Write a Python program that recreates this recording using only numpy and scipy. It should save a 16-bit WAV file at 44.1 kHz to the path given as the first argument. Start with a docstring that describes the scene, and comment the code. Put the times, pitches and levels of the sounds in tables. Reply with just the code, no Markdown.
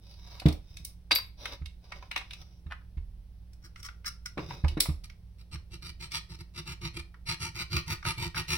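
"""A cordless nail gun handled on a wooden floor: hands slide on its shell, it bumps the boards,
parts click, the magazine latch snaps. A small metal file is picked up and rasps in the nose in
quick strokes that grow firmer; its teeth ring the steel and the push shakes the housing.
Close stereo microphone, quiet room, low hum."""
import sys
import numpy as np
from scipy import signal
from scipy.fft import rfft, irfft, next_fast_len
from scipy.io import wavfile

SR = 44100
rng = np.random.default_rng(int(sys.argv[2]) if len(sys.argv) > 2 else 0)


def output_pcm(signal):
    """Save a mono or channel-first signal as 16-bit PCM at the path in sys.argv[1].

    Samples are clipped to [-1, 1] before scaling.
    """
    pcm = np.clip(np.atleast_2d(signal).T, -1, 1) * 32767
    wavfile.write(sys.argv[1], SR, np.round(pcm).astype(np.int16))


N = 378241
TIME = np.arange(N) / SR

# machine hum: freq_hz, rms_db
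HUM_TONES = [(58.2, -52), (99.7, -62.5), (176.5, -65.5)]
# rumble and hiss: freq_hz, gain_db
AMBIENT_SPECTRUM = [(20, -8.5), (38, -5.5), (70, -6), (110, -13), (250, -31), (850, -42), (1200, -49),
                    (4000, -50), (8000, -54.5), (16000, -54.5)]
# hands sliding on the shell: start_s, length_s, level_db, tilt_db_per_octave
HAND_RUBS = [(0, 0.19, -49, 4.5), (.16, .27, -50, 4), (.3, 0.11, -45.5, 2.5), (.6, 0.34, -52, 5),
             (1.37, 0.2, -42, 3), (1.8, 0.33, -56.5, 1.5), (2.15, .46, -54, 3.6), (4.36, 0.29, -46, 2.5),
             (4.63, 0.12, -47.5, 2)]
# skin friction: freq_hz, gain_db
SKIN_SPECTRUM = [(150, 0), (500, 5.5), (2000, -9), (4000, -7), (5400, -1), (8000, -24.5), (16000, -23.5)]
# plastic shell: freq_hz, gain_db
SHELL_MODES = [(560, 6), (740, 5), (960, 8), (1200, 6), (2200, 8), (2550, 5), (3750, 7)]
SHELL_WIDTH = .08  # share of centre frequency
# push of the hands on the gun: time_s, level_db
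HAND_EFFORT = [(0, -67), (4.25, -58.5), (4.45, -46.5), (4.72, -43), (5.0, -96), (5.4, -62.5), (5.53, -45.5),
               (6.5, -46.5), (6.7, -39), (7.6, -39), (7.76, -33), (8.55, -34)]
# hand-held housing: freq_hz, gain_db
HOUSING_MODES = [(73.89, 0.5), (111.23, -2.5), (155, -3), (344.4, -8.5)]
# hard parts tapping the shell: start_s, level_db, centre_hz
PART_CLICKS = [(.398, -43.5, 3700), (.418, -47, 615), (.459, -39, 3560), (.484, -39, 4300),
               (.525, -48, 5400), (.769, -46.5, 4700), (.849, -38.5, 8600), (1.455, -36, 2220),
               (1.658, -46.5, 3260), (1.92, -41.5, 1344), (2.025, -50, 880), (2.113, -37.5, 2040),
               (2.161, -30.5, 1850), (2.175, -38.5, 3060), (2.21, -50, 1422), (2.308, -45, 2840),
               (2.333, -45, 3650), (4.377, -41.5, 945.4), (4.506, -41, 950), (4.644, -38.5, 730),
               (4.682, -41.5, 3240), (4.804, -20, 6970), (4.855, -41.5, 1165)]
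# gun bumping on the floor and in the hand: start_s, peak_db, centre_hz
GUN_BUMPS = [(.456, -7, 161), (0.486, -22.5, 162), (1.117, -31, 410), (1.615, -30.5, 66.7),
             (2.164, -44.5, 500), (2.662, -33.5, 74.7), (2.97, -26.5, 45.2), (4.373, -27.5, 383),
             (4.387, -24.5, 296), (4.638, -16, 71), (4.770, -21, 256), (4.887, -19, 103),
             (5.545, -32.5, 74.5)]
# gun on the boards: freq_hz, gain_db, t60_s
FLOOR_MODES = [(40, -12.5, 0.95), (75.7, -1.5, 0.23), (151.4, 0, 0.08), (207, -7, 0.055),
               (303.8, -4.5, 0.09), (432, -21.5, 0.08)]
# latch release, stop and rebounds: start_s, level_db, centre_hz
LATCH_HITS = [(1.110, -27, 1370), (1.1162, -25, 2683), (1.124, -32.5, 3300), (1.151, -29, 15000),
              (1.157, -31, 15190), (1.158, -30.5, 3184), (1.185, -40, 1800)]
# latch spring steel: freq_hz, gain_db
SPRING_MODES = [(2250, -15), (3850, -15), (3975, -15), (4120, -15), (4630, -13), (4695, 1), (12850, -7),
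                (12930, -10)]
# file dragged off the floor: start_s, length_s, level_db, tilt_db_per_octave
FLOOR_SCRAPES = [(2.70, 0.042, -47, 1.5), (2.81, .012, -55.5, 2.5)]
# file point on the guide plate: start_s, level_db, centre_hz
POINT_TICKS = [(3.532, -62.5, 6050), (3.759, -51.5, 2140), (3.829, -48, 5100), (3.849, -50.5, 4950),
               (3.886, -45.5, 1590), (4.045, -49.5, 1920), (5.098, -53.5, 3150), (5.556, -51.5, 2300),
               (6.118, -42, 4740), (7.142, -56.5, 1300), (8.027, -46.5, 1500), (8.051, -37.5, 1390),
               (8.345, -42.5, 1420), (8.366, -36, 1520)]
# thin guide plate at the muzzle: freq_hz, gain_db
GUIDE_MODES = [(1200, 10), (1390, 15), (2170, 11), (5400, 8)]
# file strokes, alternating in direction: start_s, length_s, level_db
FILE_STROKES = [(3.616, 0.07, -57.5), (3.762, 0.055, -56), (3.832, 0.049, -40.5), (4.049, 0.048, -34.5),
                (4.253, 0.022, -33.5), (5.033, 0.03154, -48), (5.38, 0.051, -56.5), (5.507, 0.072, -50.5),
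                (5.702, 0.075, -53.5), (5.808, 0.11, -48), (5.987, 0.096, -43), (6.103, 0.096, -36.5),
                (6.28, 0.09085, -50.5), (6.381, 0.04391, -53.5), (6.532, 0.09, -47.5), (6.648, 0.1, -41),
                (6.806, 0.092, -42.5), (6.926, 0.1, -47.5), (7.253, .105, -35), (7.386, 0.12, -37),
                (7.538, 0.11, -36), (7.692, 0.13, -36), (7.858, 0.11, -35), (8.037, 0.094, -30.5),
                (8.161, 0.13, -35.5), (8.342, 0.09, -33.5), (8.469, 0.12, -29.5)]
# file on steel: freq_hz, gain_db
RASP_SPECTRUM = [(200, -28), (600, -10), (1100, -3), (3400, -5), (5400, 0.5), (9000, -5.5), (16000, -14.5)]
# nose and magazine: freq_hz, gain_db
NOSE_MODES = [(920, 12.5), (1240, 13.5), (1390, 9), (1880, 12.5), (2130, 11), (2380, 15), (2720, 10),
              (3020, 13), (3850, 8), (4200, 7.5), (4680, 7)]
# thin file tip: freq_hz, gain_db
TIP_MODES = [(4150, 4), (4750, 4), (5350, 3), (8420, -2)]
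# magazine catch: freq_hz, level_db, t60_s
CATCH_RING = [(4570, -38, .2), (5130, -36.5, .2), (10070, -36.5, 0.25)]
# microphone response: freq_hz, gain_db
MIC_RESPONSE = [(4500, 0), (5800, 1), (6850, -12), (7800, -4), (10600, -.5), (11250, 4), (11800, -8),
                (13800, -7), (15600, 3)]


def undb(db):
    """Decibels to gain."""
    return 10 ** (np.asarray(db) / 20)


def unit(x):
    """Scale to rms 1."""
    return x / np.sqrt(np.mean(x ** 2) + 1e-20)


def fade(t, t60_s):
    """Exponential decay."""
    return np.exp(-np.log(1000) * t / t60_s)


def wander(count, rate_hz):
    """Smooth random motion, spread near 1."""
    return np.interp(TIME[:count] * rate_hz, np.arange(1024), rng.standard_normal(1024))


def panned(db):
    """Stereo gains for a left-minus-right level."""
    return undb(np.array([[db], [-db]]) / 2)


def add(out, start_s, sound):
    """Mix in at start_s."""
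    start = max(int(start_s * SR), 0)
    part = sound[..., :max(N - start, 0)]
    out[..., start:start + part.shape[-1]] += part


def shape(x, gain):
    """Minimum-phase filter with magnitude gain(hz)."""
    count = x.shape[-1]
    size = 2 * next_fast_len(count // 2 + 4096)
    hz = np.arange(size // 2 + 1) * SR / size + 1e-3
    cepstrum = irfft(np.log(gain(hz) + 1e-6))
    cepstrum[1:size // 2] *= 2
    cepstrum[size // 2 + 1:] = 0
    return irfft(rfft(x, size) * np.exp(rfft(cepstrum)))[..., :count]


def spectrum(points):
    """Gain curve through (hz, db) points."""
    hz, db = np.transpose(points)
    return lambda f: undb(np.interp(np.log(f), np.log(hz), db))


def hump(hz, width):
    """Band-pass gain curve; width is a share of hz."""
    return lambda f: 1 / (1 + ((f / hz - hz / f) / width) ** 2)


def resonances(modes, width, base=1):
    """Gain curve of (hz, db) modes over a flat base."""
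    return lambda f: np.sqrt(base + sum(undb(2 * db) * hump(hz, width)(f) for hz, db in modes))


def patchy(depth_db):
    """Gain curve with random peaks and dips."""
    hz = np.geomspace(500, 16000, 64)
    return spectrum(np.transpose([hz, depth_db * rng.standard_normal(len(hz))]))


def stereo_noise(count, apart_hz=1700):
    """Noise, alike in both channels below apart_hz, unrelated above."""
    mid, side = rng.standard_normal((2, count))
    side = shape(side, lambda f: f / np.hypot(f, apart_hz))
    return unit(np.array([mid + side, mid - side]))


def convolve(x, response):
    """Convolve with a response scaled to unit energy."""
    response = response / np.sqrt(np.sum(response ** 2, axis=-1, keepdims=True))
    return signal.fftconvolve(np.atleast_2d(x), response, axes=-1)[:, :N]


def excite(force, gain, t60_s=0.016):
    """A force rings a part's dense modes, coloured by gain."""
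    t = TIME[:SR // 5]
    decay = fade(t, t60_s)
    response = stereo_noise(len(t), apart_hz=3053) * decay
    for _ in range(4):  # flatten the spectrum, restore a decay
        bins = rfft(response)
        response = irfft(bins / np.abs(bins), len(t)) * decay ** .25
    return convolve(force, shape(response, gain))


def ring(modes, chatter=0, chatter_hz=600):
    """Decaying (hz, db, t60_s) sines; a loose part's chatter roughens them."""
    t = TIME[:SR // 2]
    out = np.zeros(len(t))
    for hz, db, t60_s in modes:
        phase = 2 * np.pi * hz * t
        roughness = chatter * wander(len(t), chatter_hz) * np.cos(phase)
        out += undb(db) * fade(t, t60_s) * (np.sin(phase) + roughness)
    return out


def background(ambient_db=-53, drift_db=0.75):
    """Machine hum, building rumble, faint hiss."""
    hum = np.zeros(N)
    for hz, rms_db in HUM_TONES:
        amplitude = np.sqrt(2) * undb(rms_db + drift_db * wander(N, rate_hz=3.8))
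        hum += amplitude * np.sin(2 * np.pi * (hz * TIME + rng.random()))
    return hum + undb(ambient_db) * unit(shape(stereo_noise(N), spectrum(AMBIENT_SPECTRUM)))


def effort_db(time_s):
    """Level at which the hands shake the housing."""
    return np.interp(time_s, *np.transpose(HAND_EFFORT))


def friction(strokes, tooth_hz=200, grit_db=0, waver_db=1.68, waver_hz=45, swell=.6, patchy_db=4):
    """Teeth catch at a rate set by stroke speed. Returns contact force, housing push, travel."""
    force, push, travel = np.zeros((3, N))
    for k, (start_s, length_s, db, tilt_db) in enumerate(strokes):
        count = max(int(length_s * SR), 64)
        speed = np.sin(np.pi * (np.arange(count) + .5) / count)
        catch_hz = speed * tooth_hz * undb(5 * wander(count, tooth_hz))  # uneven: teeth skip
        catches = np.diff(np.floor(np.cumsum(catch_hz / SR)), prepend=0)
        teeth = unit(catches * undb(4.2 * rng.standard_normal(count)))
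        grit = undb(grit_db) * rng.standard_normal(count)
        bite = shape(teeth + grit, lambda f: undb(tilt_db * np.log2(np.maximum(f, 500) / 3000)))
        # the moving contact favours different modes at each end
        along = np.linspace(0, 1, count)
        near, far = shape(bite, patchy(patchy_db)), shape(bite, patchy(patchy_db))
        bite = unit((1 - along) * near + along * far)
        # stick-slip wavers most in light strokes
        lightness = min(db / -37, 1.4) ** 3
        pressure = speed ** swell * undb(waver_db * lightness * wander(count, waver_hz))
        shake = rng.standard_normal(count) * undb(effort_db(start_s + length_s / 2))
        add(force, start_s, bite * pressure * undb(db))
        add(push, start_s, shake * pressure)
        add(travel, start_s, (-1) ** k * np.cos(np.pi * along))
    return force, push, travel


def housing(push, width_hz=29):
    """The heavy housing rocks in the hand and booms."""
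    response = shape(signal.unit_impulse(SR // 4),
                     lambda f: sum(undb(db) * hump(hz, width_hz / hz)(f) for hz, db in HOUSING_MODES))
    return convolve(push, response[None])


def hands():
    """Skin sticks and slips on the plastic shell."""
    force, push, _ = friction(HAND_RUBS)
    skin, shell = spectrum(SKIN_SPECTRUM), resonances(SHELL_MODES, SHELL_WIDTH)
    return excite(force, lambda f: skin(f) * shell(f), t60_s=0.048) + housing(push)


def strikes(hits, modes, rise_s=0.0036, rattle_t60_s=0.19, rattle_db=-20, graze_s=0.0034, graze_db=-16):
    """Two parts graze, then meet with a crack; the body rattles on."""
    out, t = np.zeros((2, N)), TIME[:SR // 4]
    after_s = np.maximum(t - graze_s, 0)
    graze = undb(graze_db) * t / graze_s * (t < graze_s)
    attack = 1 - np.exp(-after_s / rise_s)
    rattle = undb(rattle_db) * fade(after_s, rattle_t60_s)
    body = resonances(modes, SHELL_WIDTH)
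    for start_s, db, centre_hz in hits:
        crack = fade(after_s, t60_s=0.029 * (1000 / centre_hz) ** 0.23)  # small parts stop sooner
        spot = patchy(depth_db=3)  # each spot favours its own modes
        burst = stereo_noise(len(t)) * (graze + (crack + rattle) * attack)
        click = shape(burst, lambda f: hump(centre_hz, width=1.63)(f) * body(f) * spot(f))
        add(out, start_s - graze_s, undb(db) * click / np.std(click[:, :SR // 50]))
    return out


def clicks():
    """Magazine and nails tap the shell."""
    return strikes(PART_CLICKS, SHELL_MODES, rise_s=0.0016)


def bumps(clatter_db=-6, clatter_t60_s=0.22, knock_lag_s=.003, knock_hz=1307.2):
    """The gun thuds on the boards; louder, harder contacts knock the shell more."""
    out, t, knocks = np.zeros((2, N)), TIME[:SR // 2], []
    for start_s, peak_db, centre_hz in GUN_BUMPS:
        noise = unit(shape(stereo_noise(len(t), apart_hz=901), hump(670, width=1.9)))
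        clatter = undb(clatter_db) * noise * fade(t, clatter_t60_s)
        thud = shape(clatter - ring(FLOOR_MODES), hump(centre_hz, width=1.4))
        add(out, start_s, thud * undb(peak_db) / np.abs(thud).max())
        knock_db = -32.5 + 0.65 * peak_db + 5.5 * np.log2(centre_hz / 200)
        knocks.append((start_s + knock_lag_s, knock_db, knock_hz))
    return out + strikes(knocks, SHELL_MODES)


def latch(ring_gain_db=13, ring_t60_s=0.1):
    """The sprung latch snaps and rebounds; its loose steel clatters."""
    steel = np.zeros(N)
    modes = [(hz, db, ring_t60_s) for hz, db in SPRING_MODES]
    for start_s, db, centre_hz in LATCH_HITS:
        clatter = shape(ring(modes, chatter=.5), hump(centre_hz, width=1.0))
        add(steel, start_s, undb(db + ring_gain_db) * clatter)
    cracks = strikes(LATCH_HITS, SHELL_MODES, rise_s=0.00056, rattle_t60_s=.12)
    return cracks * panned(db=-3) + steel * panned(db=4)


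def file_pickup(board_hz=1300):
    """The file drags softly on a floorboard."""
    force, _, _ = friction(FLOOR_SCRAPES)
    return excite(force, hump(board_hz, width=0.81))


def file_ticks():
    """The file's point taps the guide plate."""
    return strikes(POINT_TICKS, GUIDE_MODES, rise_s=.001)


def filing(seated_s=4.5, blade_hz=1250, reach=0.18, guide_cut_hz=1050, light_touch_db=-47, width=0.055):
    """File teeth ring the guide plate, then from seated_s the nose; the push shakes the housing."""
    strokes = []
    for start_s, length_s, db in FILE_STROKES:
        skim_db = db - effort_db(start_s + length_s / 2)
        tilt_db = 0.39 + 0.046 * skim_db  # per octave: skimming is bright, pressing dull
        strokes.append((start_s, length_s, db, tilt_db))
    force, push, travel = friction(strokes, tooth_hz=700, grit_db=-7, waver_db=2.2, waver_hz=130,
                                   swell=1.0, patchy_db=4.5)
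    # echo from the tip: the blade's free length changes, so the colour glides
    echo_s = (1 + reach * travel) / blade_hz
    force = force + .09 * np.interp(TIME - echo_s, TIME, force)
    seated = force * (TIME >= seated_s)
    rasp, plate = spectrum(RASP_SPECTRUM), resonances(GUIDE_MODES, width)
    guide = excite(force - seated, lambda f: rasp(f) * plate(f) / np.hypot(1, (guide_cut_hz / f) ** 4))
    nose = excite(seated, lambda f: rasp(f) * resonances(NOSE_MODES, width)(f))
    tip_db = -3 - np.maximum(effort_db(TIME) - light_touch_db, 0)  # pressure mutes the tip
    tip = excite(seated * undb(tip_db), resonances(TIP_MODES, width, base=0))
    left, right = guide + nose + tip
    return np.array([left, np.roll(right, 5)]) + housing(push)  # arrives left first


def magazine_catch(start_s=4.804):
    """The catch rings as it shuts."""
    out = np.zeros(N)
    add(out, start_s, ring(CATCH_RING, chatter=.9))
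    return out


def room(x, t60_s=0.27, treble_t60_s=0.14, wet_db=-10):
    """Short wall reverberation; treble dies first."""
    t = TIME[:SR // 2]
    low = shape(stereo_noise(len(t), apart_hz=250.5),
                lambda f: f / np.hypot(f, 350) / np.hypot(1, f / 5000))
    high = shape(stereo_noise(len(t)), lambda f: f / np.hypot(f, 7000))
    tail = low * fade(t, t60_s) + high * fade(t, treble_t60_s)
    onset = np.clip(t / 0.0038 - .5, 0, 1)
    return undb(wet_db) * convolve(x, tail * onset)


def scene():
    """Gun, hands and file in the room."""
    close = hands() + clicks() + bumps() + latch()
    close += file_pickup() + file_ticks() + filing() + magazine_catch()
    return close + room(close) + background()


def record(dry, bass_pan_db=-4.0, bass_hz=120, top_hz=15900):
    """Microphone: coloured treble, more bass on the right, steep top cut."""
    mic, channels = spectrum(MIC_RESPONSE), []
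    for x, shelf_db in zip(dry, (bass_pan_db / 2, -bass_pan_db / 2)):
        channels.append(shape(x, lambda f: mic(f) * undb(shelf_db / (1 + (f / bass_hz) ** 4))))
    return signal.sosfilt(signal.ellip(10, .2, 80, top_hz, fs=SR, output="sos"), channels)


dry = scene()
out = record(dry)
output_pcm(out)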